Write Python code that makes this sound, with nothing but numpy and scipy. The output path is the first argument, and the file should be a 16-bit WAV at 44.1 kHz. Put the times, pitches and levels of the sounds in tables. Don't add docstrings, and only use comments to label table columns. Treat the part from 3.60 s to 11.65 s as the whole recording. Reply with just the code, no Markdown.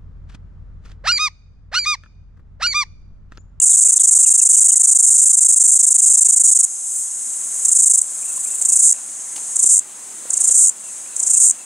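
import sys
import numpy as np
from scipy import signal
from scipy.fft import rfft, irfft, next_fast_len
from scipy.io import wavfile
from scipy.ndimage import uniform_filter1d, minimum_filter1d

SR = 44100
rng = np.random.default_rng(int(sys.argv[2]) if len(sys.argv) > 2 else 0)


def voltage_ratio(level):
    return 10 ** (np.asarray(level, float) / 20)


def bounce(signal):
    frames = np.transpose(np.atleast_2d(signal))
    limited = np.clip(frames, -1, 1)
    pcm = np.round(limited * 32767).astype(np.int16)
    wavfile.write(sys.argv[1], SR, pcm)


N = 355005
EARS = np.array([[1], [-1]])

# start_s, merge_s (bursts run together), end_s, first_step (of the
# ladder of strokes), level_db (of the first burst)
PHRASES = [
    (5.0126, 5.224, 5.33, 1, -13),
    (5.9562, 6.09, 6.196, 1, -12.3),
    (6.697, 6.9748, 7.0984, 0, -14.9),
    (7.5578, 7.7995, 7.9136, 0, -16),
]


def curve(table):
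    return np.interp(np.arange(N) / SR, *np.transpose(table))


def band(x, lo_hz, hi_hz, order=2):
    return signal.sosfilt(signal.butter(order, [lo_hz, hi_hz], "bandpass", fs=SR, output="sos"), x)


def unit(x):
    return x / np.sqrt(np.mean(x ** 2))


def walk(rate_hz):
    hold = int(SR / rate_hz)
    steps = np.repeat(rng.standard_normal(N // hold + 1), hold)
    smooth = uniform_filter1d(uniform_filter1d(steps, hold), hold)
    return unit(smooth[:N])


def rings(s, hz, ring_s, gain, size=160):
    keep = (gain > 0) & (s > 0) & (s < (N - size - 1) / SR)
    s, hz, ring_s, gain = (v[keep][:, None] for v in (s, hz, ring_s, gain))
    at = np.ceil(s * SR).astype(int) + np.arange(size)
    age = at / SR - s
    envelope = (age / ring_s) ** 2 * np.exp(2 - 2 * age / ring_s)
    wave = gain * envelope * np.sin(2 * np.pi * hz * age)
    return np.bincount(at.ravel(), wave.ravel(), N)


def colour(x, table, pitch):
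    hz, db = np.transpose(table)
    size = next_fast_len(N)
    bins_hz = np.arange(size // 2 + 1) * SR / size
    gain = voltage_ratio(np.interp(np.log(bins_hz + 1), np.log(hz * pitch), db))
    return irfft(rfft(x, size) * gain, size)[:N]


def echoes(x, t60_s, sparse=0.95):
    age = np.arange(int(.3 * SR)) / SR
    spots = rng.standard_normal((2, len(age))) * np.exp(sparse * rng.standard_normal((2, len(age))))
    tail = spots * np.exp(-np.log(1000) * age / t60_s) * (age > .003)
    tail = tail + .5 * tail[::-1]
    tail = tail / np.sqrt(np.sum(tail ** 2) / 2)
    return signal.fftconvolve(x[None], tail, axes=1)[:, :N]


def rumble():
    return voltage_ratio(-73.5) * unit(band(rng.standard_normal(N), 45, 184))


def breeze():
    # start_s, level_db
    breeze_levels = [(0, -53.5), (3.0, -54.5), (3.1, -57.5), (3.45, -56), (3.83, -53), (4.0, -52.5),
                     (4.42, -55.5), (4.55, -52.5), (5.0, -51.5), (5.6, -52.5), (5.8, -50), (6.2, -52.5),
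                     (6.7, -50), (6.9, -50), (7.2, -54), (7.5, -52), (7.7, -50), (8.05, -54)]
    # pitch_hz, level_db
    leaf_spectrum = [(30, -48), (60, -47), (110, -29.5), (200, -12.5), (420, -17), (750, -12.5),
                     (1500, -15.5), (3000, -20), (5000, -20.5), (9000, -19), (12000, -29), (16000, -31)]
    out, swell = 0, walk(1.34)
    f, db = np.transpose(leaf_spectrum)
    for hz in 30 * 2 ** np.arange(0, 9.1, .5):
        grain = np.exp(0.12 * walk(60))
        mid, side = (unit(band(grain * rng.standard_normal(N), hz / 1.154, hz * 1.222)) for _ in range(2))
        level_db = np.interp(np.log(hz), np.log(f), db) + 10 * np.log10(hz)
        level_db = level_db + 0.69 * swell + 0.31 * walk(8.2)
        apart = 0.2 * min(hz / 350, 1) ** 2.1 * (1 + 0.24 * (700 < hz < 6000))
        out = out + voltage_ratio(level_db) * voltage_ratio(0.69 * EARS) * (mid + apart * side * EARS)
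    return voltage_ratio(curve(breeze_levels)) * out / np.std(band(out[0], 176, 960, order=4))


def grip():
    # start_s, level_db (peak), pitch_hz, treble_db
    grip_ticks = [
        (4.777, -35, 1080, -37),
        (4.867, -42, 770, -41),
        (5.016, -35, 696, -33),
        (5.761, -40, 315, -23.5),
        (5.779, -37, 852, -30),
        (6.044, -32, 405, -35),
        (6.654, -33, 523, -49),
        (6.699, -36, 600, -50),
        (6.809, -39, 682, -35),
        (6.898, -33, 566, -33),
    ]
    out = np.zeros(N)
    age = np.arange(int(.02 * SR)) / SR
    for s, db, hz, treble_db in grip_ticks:
        noise = rng.standard_normal((2, len(age)))
        thud = np.sin(2 * np.pi * hz * age) + 2.3 * band(noise[0], 300, 1200)
        ring = voltage_ratio(db) * thud * np.exp(-age / 0.0034)
        scratch = voltage_ratio(treble_db) * band(noise[1], 1800, 9000) * np.exp(-age / 0.007)
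        start = int(s * SR)
        out[start:start + len(age)] += band(ring, 200, 5000) + scratch
    return out


def birds():
    # start_s, length_ms, from_hz, to_hz, level_db
    song_notes = [(0.006, 24, 3040, 2630, -51.5), (0.108, 35, 4400, 3200, -50.5),
                  (0.255, 48, 2220, 2600, -58), (0.383, 22, 4620, 2840, -49.5),
                  (0.527, 34, 2400, 2510, -59), (0.646, 43, 3120, 2280, -54), (0.791, 50, 3030, 2350, -56),
                  (0.945, 34, 3480, 2580, -58), (0.98, 20, 2380, 2270, -60), (1.105, 22, 3500, 2530, -54),
                  (1.135, 29, 2230, 1880, -61)]
    # before_s (ahead of the last note), length_ms, from_hz, to_hz, level_db
    trill_notes = [
        (0, 12, 2660, 2630, -2.5),
        (0.0226, 10, 2660, 2720, -5.5),
        (0.047, 12, 2650, 2760, -8),
        (.072, 7.3, 2340, 2525, 1),
    ]
    # last_note_s, notes (count), level_db
    trill_times = [(4.70, 4, -50), (4.932, 4, -50.5), (5.138, 2, -53), (5.364, 3, -54), (7.284, 3, -50.5),
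                   (7.53, 4, -53), (7.757, 3, -52), (8.01, 3, -51)]
    notes = list(song_notes)
    for s, count, db in trill_times:
        for before_s, ms, from_hz, to_hz, relative_db in trill_notes[:round(count)]:
            notes.append((s - before_s, ms, from_hz, to_hz, db + relative_db))
    out = np.zeros(N)
    for s, ms, from_hz, to_hz, db in notes:
        u = np.arange(int(ms * SR / 1000)) / (ms * SR / 1000)
        hz = from_hz + (to_hz - from_hz) * (1 - np.exp(-1.6 * u)) / (1 - np.exp(-1.6))
        envelope = np.sqrt(np.sin(np.pi * u)) * np.exp(-1.0 * u)
        i = int(s * SR)
        out[i:i + len(u)] += voltage_ratio(db + 12.5) * envelope * np.sin(2 * np.pi * np.cumsum(hz) / SR)
    return voltage_ratio(1.0 * EARS) * out + voltage_ratio(-4) * echoes(out, 0.26, sparse=1.0)


def chorus_db():
    # start_s, level_db
    chorus_levels = [(0, -30), (3.0, -32.5), (3.1, -25.5), (3.9, -24.5), (4.05, -21), (4.3, -29.5),
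                     (4.5, -26.5), (4.95, -24), (5.3, -28), (5.4, -30), (5.75, -28.5), (5.92, -24.5),
                     (6.2, -36.5), (6.65, -32.5), (7.12, -38), (7.3, -30.5), (7.5, -32.5), (8.05, -36.5)]
    under_db, top_db = -13, -20.5
    levels = [curve(chorus_levels)]
    for s, merge, end, step, db in PHRASES:
        levels.append(curve([(s - .03, -70), (s, db + under_db), (merge - .06, top_db),
                             (merge + 0.065, top_db), (end - .02, -70)]))
    return np.max(levels, axis=0)


def chorus():
    # start_s, level_db
    neighbour_share = [(0, -12), (3.5, -12), (3.75, -4), (4.5, -5), (4.65, -1), (5.1, -1), (5.4, -12),
                       (7.1, -10), (7.2, -4), (7.35, -10), (8.05, -9)]
    start_s, period_s, burst_ms = 0.052, 0.037, 27
    starts = np.arange(start_s, N / SR, period_s)
    near = unit(cicada([(s, burst_ms, -10) for s in starts], pitch=1.0, snap_db=-28))
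    near = voltage_ratio(1.2 * EARS) * near + voltage_ratio(-1.5) * echoes(near, 0.044)
    far = 0
    for far_period_s, pitch in [(.036, 1.14), (.039, 0.908), (.0415, 1.05)]:
        one = unit(cicada([(s, 31, -10) for s in np.arange(.01, N / SR, far_period_s)], pitch=pitch))
        drift = voltage_ratio(-6 + 0.18 * walk(7.04))
        far = far + drift * (voltage_ratio(-11) * one + echoes(one, 0.17, sparse=1.0))
    far = band(far, 4170, 9000, order=2)
    share = np.clip(voltage_ratio(curve(neighbour_share)), 0, .98)
    return voltage_ratio(chorus_db()) * (share * near + np.sqrt(1 - share ** 2) * unit(far))


def rival():
    # start_s, level_db
    rival_levels = [
        (0, -61),
        (3.15, -80),
        (3.25, -28.5),
        (3.36, -20),
        (3.43, -22),
        (3.48, -34),
        (3.5, -70),
        (8.05, -70),
    ]
    x = unit(cicada([(3.1, 426, -10)], pitch=0.98, snap_db=-26)) * 0.17
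    return voltage_ratio(curve(rival_levels)) * (voltage_ratio(.8 * EARS) * x + voltage_ratio(-3.5) * echoes(x, 0.032, sparse=0.93))


def duck(bursts):
    depth_db, window_s = -5.5, 0.05
    from_share, over_share = 0.527, 0.061
    busy = np.zeros(N)
    for s, ms, db in bursts:
        busy[max(int(s * SR), 0):int((s + ms / 1000) * SR)] = 1
    size = int(window_s * SR)
    filled = uniform_filter1d(uniform_filter1d(busy, size), size)
    return depth_db * uniform_filter1d(np.clip((filled - from_share) / over_share, 0, 1), size)


def cicada(bursts, pitch=0.97, snap_db=-36):
    # pitch_hz, level_db
    abdomen_response = [(3500, -4.5), (4500, -2), (5300, -10.5), (5800, -7), (6300, -8), (7200, 2),
                        (8000, 1.5), (8700, 4.5), (9600, 1), (10800, -3.5), (12500, 1.5), (13300, -2),
                        (14300, 0.5), (15400, 16)]
    stroke_ms, rib_gap_ms, weak_db = 6.4, .79, -11.6
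    first_rib_hz, rib_fall_hz = 9295, 296.3
    rows = []
    for s, ms, db in bursts:
        count = max(round(ms / stroke_ms), 1)
        span_s = ms / count / 1000
        for k in range(count):
            jitter_s = 0.000247 * rng.standard_normal() * (k > 0)
            rows.append((s + k * span_s + jitter_s, span_s, db, k == 0 and count > 1))
    s, span, db, first = (c[:, None] for c in np.transpose(rows))
    rib = np.arange(9)
    late, detune, size, snap = rng.standard_normal((len(rows), 4, 9)).transpose(1, 0, 2)
    slow = 1 + .5 * np.clip(weak_db - db, 0, 1.4)
    hesitate = .0003 * first * (rib > 0)
    since = rib * slow * rib_gap_ms / 1000 + hesitate + .00005 * np.cumsum(late, axis=1)
    pops = since < span - .0002
    hz = first_rib_hz - rib_fall_hz * rib * slow - 500 * (slow - 1)
    hz = pitch * (hz + 130 * detune + 150 * detune[:, :1])
    rib_db = db + 8.5 + 0.033 * (rib - 21) - 0.2 * first * (13.0 - rib) + 1.78 * size
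    rib_db = rib_db - 15 * (slow - 1) * (rib == 0) * (1.5 - first)
    gain = voltage_ratio(rib_db) * np.sqrt(slow) * pops
    ring_s = (.00013 + .0000022 * rib ** 2) * slow ** .5
    s, hz, ring_s, gain = (v.ravel() for v in (s + since, hz, ring_s, gain))
    drum = band(rings(s, hz, ring_s, gain), 5700 * pitch, 10400 * pitch, order=3)
    snaps = rings(s, 12400 + 400 * snap.ravel(), 1.6 * ring_s, gain)
    return colour(drum + voltage_ratio(snap_db) * snaps, abdomen_response, pitch)


def song_plan():
    # start_s, burst_number
    buzz_beat = [(-.0222, -1), (.321, 8), (.4708, 12), (.7009, 18), (.8892, 23), (1.1563, 30), (1.3491, 35),
                 (1.5389, 40), (2.1133, 55), (2.5714, 67), (2.7966, 73), (2.9498, 77), (3.0285, 79),
                 (4.0481, 80), (4.1495, 83), (4.2575, 86), (4.3727, 89), (4.415, 90)]
    stroke_runs = [(0, 6, 5), (8, 9, 3.4), (13, 15, 5), (17, 17, 5), (23, 27, 5), (33, 33, 5), (37, 43, 5),
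                   (47, 47, 5), (49, 49, 5), (52, 55, 5), (63, 65, 5), (74, 75, 5), (79, 79, 3.4),
                   (80, 81, 2), (82, 82, 3), (89, 89, 3), (90, 90, 1)]
    stroke_ladder = [1, 2, 2, 3, 3, 3, 3, 4]
    phrase_beat_s, lone_late_s, merge_early_s, swell_db = .035, .0055, .003, 1.05
    last_strokes_s, merged_stop_s = (.04, .03, .0195, .007), .0432
    full_db, scatter_db, scatter_s = -10, .3, .0005

    def length_ms(strokes):
        return 6.6 * strokes - .7

    number = np.arange(buzz_beat[0][1], buzz_beat[-1][1] + 1)
    strokes = np.full(len(number), 4.)
    for first, last, count in stroke_runs:
        strokes[(number >= first) & (number <= last)] = count
    starts = np.interp(number, *np.transpose(buzz_beat)[::-1])
    rows = list(zip(starts, length_ms(strokes), full_db + 0 * strokes))
    for start, merge, end, step, db in PHRASES:
        beats = round((merge - start) / phrase_beat_s)
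        beat_s = (merge + merge_early_s - start) / beats
        for k, count in enumerate(stroke_ladder[step:step + beats]):
            s = start + k * beat_s + lone_late_s * (count == 1)
            rows.append((s, length_ms(count), min(db + swell_db * k, full_db)))
        rows.append((merge, 1000 * (end - merged_stop_s - merge), full_db))
        rows += [(end - before, length_ms(1) + .5, full_db) for before in last_strokes_s]
    return np.array(rows) + rng.standard_normal((len(rows), 3)) * [scatter_s, 0, scatter_db]


def singer(bursts):
    x = cicada(bursts)
    trunk = voltage_ratio(-17) * echoes(x, .02, sparse=1.2)
    grove = voltage_ratio(-17) * echoes(x, 0.17, sparse=0.87)
    direct = x + 0.067 * EARS * np.gradient(x)
    return voltage_ratio(-.3 * EARS) * direct + trunk + grove


def scene():
    bursts = song_plan()
    background = rumble() + voltage_ratio(duck(bursts)) * breeze() + grip() + birds()
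    return background + chorus() + rival() + singer(bursts)


def roll_off(x):
    return signal.sosfilt(signal.butter(12, 16310, fs=SR, output="sos"), x)


def record(dry):
    rib_rate = band(dry ** 2, 1110, 2650) * voltage_ratio(-35.5)
    overtone = band(dry ** 2, 18300, 20000, order=3) * voltage_ratio(-24)
    bend = rib_rate + overtone
    crest = -minimum_filter1d(-np.abs(dry).max(axis=0), size=31)
    gain = uniform_filter1d(np.minimum(.86 / (crest + 1e-9), 1), size=25)
    top_cut = signal.ellip(14, .2, 80, 15760, fs=SR, output="sos")
    return roll_off(signal.sosfilt(top_cut, gain * dry + bend))


dry = scene()
out = record(dry)
bounce(out)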